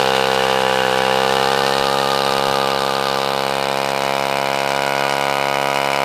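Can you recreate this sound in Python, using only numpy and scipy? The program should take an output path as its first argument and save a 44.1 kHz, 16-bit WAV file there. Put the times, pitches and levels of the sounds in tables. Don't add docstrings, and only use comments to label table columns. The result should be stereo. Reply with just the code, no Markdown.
import sys
import numpy as np
from scipy import signal
from scipy.fft import rfft, irfft
from scipy.io import wavfile

SR = 44100
rng = np.random.default_rng(int(sys.argv[2]) if len(sys.argv) > 2 else 0)


def wav_record(signal):
    frames = np.transpose(np.atleast_2d(signal))
    bounded = np.clip(frames, -1, 1)
    quanta = np.round(bounded * 32767).astype(np.int16)
    wavfile.write(sys.argv[1], SR, quanta)


N = 266364
TIME = np.arange(N) / SR

# time_s, firing_hz
ENGINE_SPEED = [(0.0, 66.31), (0.34, 66.22), (0.91, 64.57), (1.57, 67.91), (1.93, 68.62), (2.21, 68.26),
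                (2.45, 68.46), (2.99, 68.01), (3.47, 68.39), (4.33, 68.63), (5.22, 69.43), (6.04, 69.24)]
# time_s, tail_on (0 side-on, 0.5 rear quarter, 1 tail-on)
BIKE_ANGLE = [(0, 0.24), (.9, 0.23), (1.8, 0.49), (2.6, 0.57), (3.2, 0.6), (3.7, 0.72), (4.4, 0.87),
              (6.04, 0.99)]
# time_s, level_db
PUFF_LEVEL = [(0, -16.5), (.45, -17.5), (1.3, -16.5), (1.9, -18), (2.55, -17.5), (2.85, -19.4), (4.4, -19),
              (6.04, -18)]
# pitch_hz, width_hz, side_db, quarter_db, tail_db
SILENCER_MODES = [(68, 147, 10.5, 3, -3), (212, 76, 5, 4.5, -1), (474, 151, 9, 6, -1.5),
                  (533, 66, 6.5, 5.5, 5), (685.7, 25, 2, -3.5, 6), (831, 220, 2, 8.5, 3),
                  (960, 190, 4, -3, -1), (1155, 134, -1, -5, -4.5), (1510, 290, 8, 4, -1),
                  (1913, 120, 13, 1, 8), (2120, 133, -1, -10, 8), (2291, 244, 13.5, 5, 10),
                  (2500, 48, 8.5, 5, 3), (2970, 130, -11, 2, 12), (3320, 810, 9, -6, -4),
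                  (3730, 490, 11, 11, -1.5), (1014, 80, 1, 3, 4), (4400, 1300, -2, -0.5, -3.5)]
# frequency_hz, gain_db
PUFF_SPECTRUM = [(30, -39), (68, -27), (100, -20.5), (136, -10), (200, -6), (270, -10.5), (335, -13.5),
                 (430, -4), (700, -3.5), (1000, -3), (1550, -9), (1800, -21.5), (2500, -17.5), (5000, -35),
                 (14000, -41)]
RASP_SPECTRUM = [(150, -33), (350, -3), (550, -2.5), (900, 2.5), (1500, -1.5), (1900, -7), (2500, 2.5),
                 (2900, -7.5), (4000, 4.5), (5200, 2.5), (6200, -4), (9000, -8), (14000, -31)]
CRACK_SPECTRUM = [(800, -12.5), (2500, -4), (3700, 11), (4500, 15), (5300, 6), (6300, -19), (8500, -1),
                  (10200, -8), (11200, -12), (12100, -9), (13200, -14), (14500, -38)]
SIZZLE_SPECTRUM = [(4000, -16), (6000, 6.5), (9000, 9.5), (10200, -9), (11200, 9.5), (12100, -2),
                   (13200, 6), (14500, 4)]
EXHAUST_LOBES = {"rasp": (1, 1.1, -12, -14), "pipe": (0.9, 0.05, -12.5, -28.5),
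                 "shell": (0.76, 0.33, -19, -11), "crack": (0.53, 0.27, -11, -21.5),
                 "sizzle": (0.8, .45, -20.5, -25.5)}
TREAD_MODES = {"low": (103.96, 0.15, 2.3), "middle": (157, 0.52, 5.7), "high": (211, .0, -1.5)}
# tone, start_s, end_s, fade_s, level_db
SQUEAL_SPELLS = [("low", 0, 1.56, 0.51, -34.5), ("middle", 0, 2.15, 0.95, -33),
                 ("low", 1.56, 3.2, 0.83, -26.5), ("low", 3.12, 4.95, .2, -42.5),
                 ("middle", 3.45, 4.15, 0.14, -42), ("high", 3.4, np.inf, 0.34, -39),
                 ("low", 5.0, np.inf, 0.11, -34)]
# frequency_hz, gain_db
HISS_SPECTRUM = [(100, -11), (300, -11), (600, 0.5), (1000, -5), (1400, -0.5), (2000, -1), (2500, 1.5),
                 (4000, -1.5), (5000, -8.5), (6300, -32.5), (14500, -26)]
GRIT_SPECTRUM = [(2500, -43), (4500, 4), (6300, -1), (9000, -4.5), (10500, -10), (12000, -11), (14500, -26)]
AIR_SPECTRUM = [(15, 9), (40, -6), (70, 4), (120, 6), (250, -14), (600, -42)]
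# time_s, level_db
MIC_GUSTS = [(1.822, -41), (2.31, -49), (2.52, -40)]


def undb(db):
    return 10 ** (np.asarray(db) / 20)


def curve(table):
    return np.interp(TIME, *np.transpose(table))


def unit(x):
    return x / np.sqrt(np.mean(x ** 2))


def drift(rate_hz):
    hz = np.fft.rfftfreq(N, 1 / SR)
    return unit(irfft(rfft(rng.standard_normal(N)) / (1 + (hz / rate_hz) ** 2) ** 2, N))


def colour(x, outline, peaks=(), size=4096):
    hz = np.fft.rfftfreq(size, 1 / SR) + 1
    outline_hz, outline_db = np.transpose(outline)
    db = np.interp(np.log(hz), np.log(outline_hz), outline_db)
    db += sum(gain / (1 + (2 * (hz - pitch) / width) ** 2) for pitch, width, gain in peaks)
    cepstrum = irfft(np.log(undb(db)))
    cepstrum[1:size // 2] *= 2
    cepstrum[size // 2 + 1:] = 0
    return signal.fftconvolve(x, irfft(np.exp(rfft(cepstrum))))[:N]


def clicks(times, sizes, order=8):
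    index = (times * SR).astype(int)[:, None] + np.arange(-order, order + 1)
    offset = index - times[:, None] * SR
    shape = np.sinc(offset) * np.sinc(offset / (order + 1))
    return np.bincount(np.clip(index, 0, N).ravel(), (sizes[:, None] * shape).ravel(), N + 1)[:N]


def by_view(side_quarter_tail, tail_on):
    return np.interp(tail_on, [0, .5, 1], side_quarter_tail)


def lobe(tail_on, centre, half_width, centre_db, far_db):
    return undb(far_db + (centre_db - far_db) * np.exp(-((tail_on - centre) / half_width) ** 2))


def silencer(x, outline, tail_on):
    out = 0
    for view, share in enumerate(np.eye(3)):
        peaks = [(hz, width, gains[view]) for hz, width, *gains in SILENCER_MODES]
        out += by_view(share, tail_on) * unit(colour(x, outline, peaks))
    return unit(out)


def burst(pulses, decay_ms):
    envelope = signal.lfilter([1], [1, -np.exp(-1000 / (decay_ms * SR))], pulses)
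    return unit(envelope * rng.standard_normal(N))


def buzz(pulses, decay_ms):
    age = TIME[:SR // 20]
    modes = rng.standard_normal(len(age)) * np.exp(-1000 * age / decay_ms)
    return unit(signal.fftconvolve(pulses, modes)[:N])


def gas_rasp(firings, gas, tail_on):
    casing_spectrum = [(600, -23.5), (1400, -12.5), (2100, -3), (5000, 3.5), (8000, -3)]
    casing = unit(colour(buzz(firings, decay_ms=2.9), casing_spectrum))
    return silencer(gas + undb(-5.5) * casing, RASP_SPECTRUM, tail_on)


def metal_ring(x, pitches_hz, widths_hz):
    for hz, width in zip(pitches_hz, widths_hz):
        pole = np.exp((2j * np.pi * hz - np.pi * width) / SR)
        x = unit(signal.lfilter([1, -1], [1, -pole], x).real)
    return x


def shock_front(shocks):
    crack = unit(shocks) + undb(-11) * buzz(shocks, decay_ms=1.1)
    crack += undb(-1.5) * burst(shocks, decay_ms=.9)
    sizzle = buzz(shocks, decay_ms=.59) + undb(-1) * burst(shocks, decay_ms=3)
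    return unit(colour(crack, CRACK_SPECTRUM)), unit(colour(sizzle, SIZZLE_SPECTRUM))


def exhaust(cycles, firing_hz, tail_on, jitter_ms=.054, full_hz=66.46, soften_db_per_hz=4):
    times = np.interp(np.arange(cycles[-1]), cycles, TIME)
    late, strong, steep, gassy = rng.standard_normal((len(times), 4)).T
    times += jitter_ms * late / 1000
    firings = clicks(times, undb(.53 * strong))
    gas = burst(clicks(times, undb(5.1 * np.tanh(gassy))), decay_ms=5.5)
    shocks = clicks(times + .0002655, undb(.5 * steep))
    puff = -silencer(firings, PUFF_SPECTRUM, tail_on)
    rasp = gas_rasp(firings, gas, tail_on)
    pipe = metal_ring(unit(firings) + .23 * gas, pitches_hz=(1417, 1515), widths_hz=(21, 240))
    shell = metal_ring(unit(firings) + .61 * gas, pitches_hz=(2768, 2920), widths_hz=(170, 190))
    crack, sizzle = shock_front(shocks)
    beam = {part: lobe(tail_on, *shape) for part, shape in EXHAUST_LOBES.items()}
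    effort = undb(soften_db_per_hz * np.minimum(firing_hz - full_hz, 0))
    bark = effort * (rasp * beam["rasp"] + crack * beam["crack"])
    ringing = pipe * beam["pipe"] + shell * beam["shell"]
    return (puff + bark + ringing + sizzle * beam["sizzle"]) * undb(curve(PUFF_LEVEL))


def delayed(x, ms):
    return np.interp(TIME - ms / 1000, TIME, x, left=0)


def street(x, tail_on, t60_s=.24):
    reflected = colour(x, [(100, -1.5), (900, .5), (2000, -19), (6000, -14), (14000, 9)])
    car_fade = np.interp(tail_on, [.22, .88], [1, 0])
    car = undb(-9) * car_fade * delayed(reflected, ms=2.365 + .093 * tail_on)
    kerb = undb(-27) * delayed(reflected, ms=6.02)
    age = TIME[:SR // 2]
    decay = rng.standard_normal(len(age)) * undb(-60 * age / t60_s) * (age > .004)
    scatter = signal.fftconvolve(x, decay / np.linalg.norm(decay))[:N]
    bank = undb(-17) * colour(scatter, [(300, 6.5), (700, 1), (1500, 8.5), (5000, -7), (14000, 12.5)])
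    return x + car + kerb + bank


def spell(start_s, end_s, fade_s):
    return np.clip(.5 + np.minimum(TIME - start_s, end_s - TIME) / fade_s, 0, 1)


def tread_squeal(turns, wheel_phase, warble=.027, unsteady=.00524):
    lurch = np.cos(wheel_phase) + .12 * np.sin(2 * wheel_phase)
    slip = np.cumsum(np.gradient(turns) * (1 + warble * lurch + unsteady * drift(112.5)))
    song = 0
    for name, (per_turn, swell_at_turn, swell_db) in TREAD_MODES.items():
        grip = undb(swell_db * np.cos(2 * np.pi * (turns - swell_at_turn)) + 2.2 * drift(90))
        level = sum(undb(db) * spell(*span) for tone, *span, db in SQUEAL_SPELLS if tone == name)
        song += unit(grip * np.sin(2 * np.pi * per_turn * slip)) * level
    return song


def tyre_scrub(wheel_phase, tail_on, hiss_db=(-27, -30.5, -35.5), grit_db=(-35, -38, -72)):
    swell = np.cos(wheel_phase)
    rubber = rng.standard_normal(N) * undb(.9 * swell + 1.2 * drift(70))
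    spray = rng.standard_normal(N) * undb(.39 * swell + 1.95 * drift(150))
    hiss = unit(colour(rubber, HISS_SPECTRUM)) * undb(by_view(hiss_db, tail_on))
    grit = unit(colour(spray, GRIT_SPECTRUM)) * undb(by_view(grit_db, tail_on))
    return hiss + grit


def wind_on_mic(rumble_db=-57.5, half_gust_s=.036):
    gusts = sum(undb(db) * np.exp(-((TIME - at_s) / half_gust_s) ** 2) for at_s, db in MIC_GUSTS)
    rumble = unit(colour(rng.standard_normal(N), AIR_SPECTRUM))
    return rumble * (undb(rumble_db + 2 * drift(8)) + gusts)


def scene(firings_per_turn=5.87, start_cycle=.065, fastest_at_turn=.887):
    firing_hz, tail_on = curve(ENGINE_SPEED), curve(BIKE_ANGLE)
    cycles = np.cumsum(firing_hz) / SR
    turns = cycles / firings_per_turn
    wheel_phase = 2 * np.pi * (turns - fastest_at_turn)
    engine = street(exhaust(cycles + start_cycle, firing_hz, tail_on), tail_on)
    tyre = tread_squeal(turns, wheel_phase) + tyre_scrub(wheel_phase, tail_on)
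    return np.tile(engine + tyre + wind_on_mic(), (2, 1))


def record(dry, upper=.69, lower=1.0, top_hz=14800):
    ceiling = np.where(dry > 0, upper, lower)
    rounded = dry / (1 + (dry / ceiling) ** 4) ** .25
    return signal.sosfilt(signal.ellip(10, .2, 80, top_hz, fs=SR, output="sos"), rounded)


dry = scene()
out = record(dry)
wav_record(out)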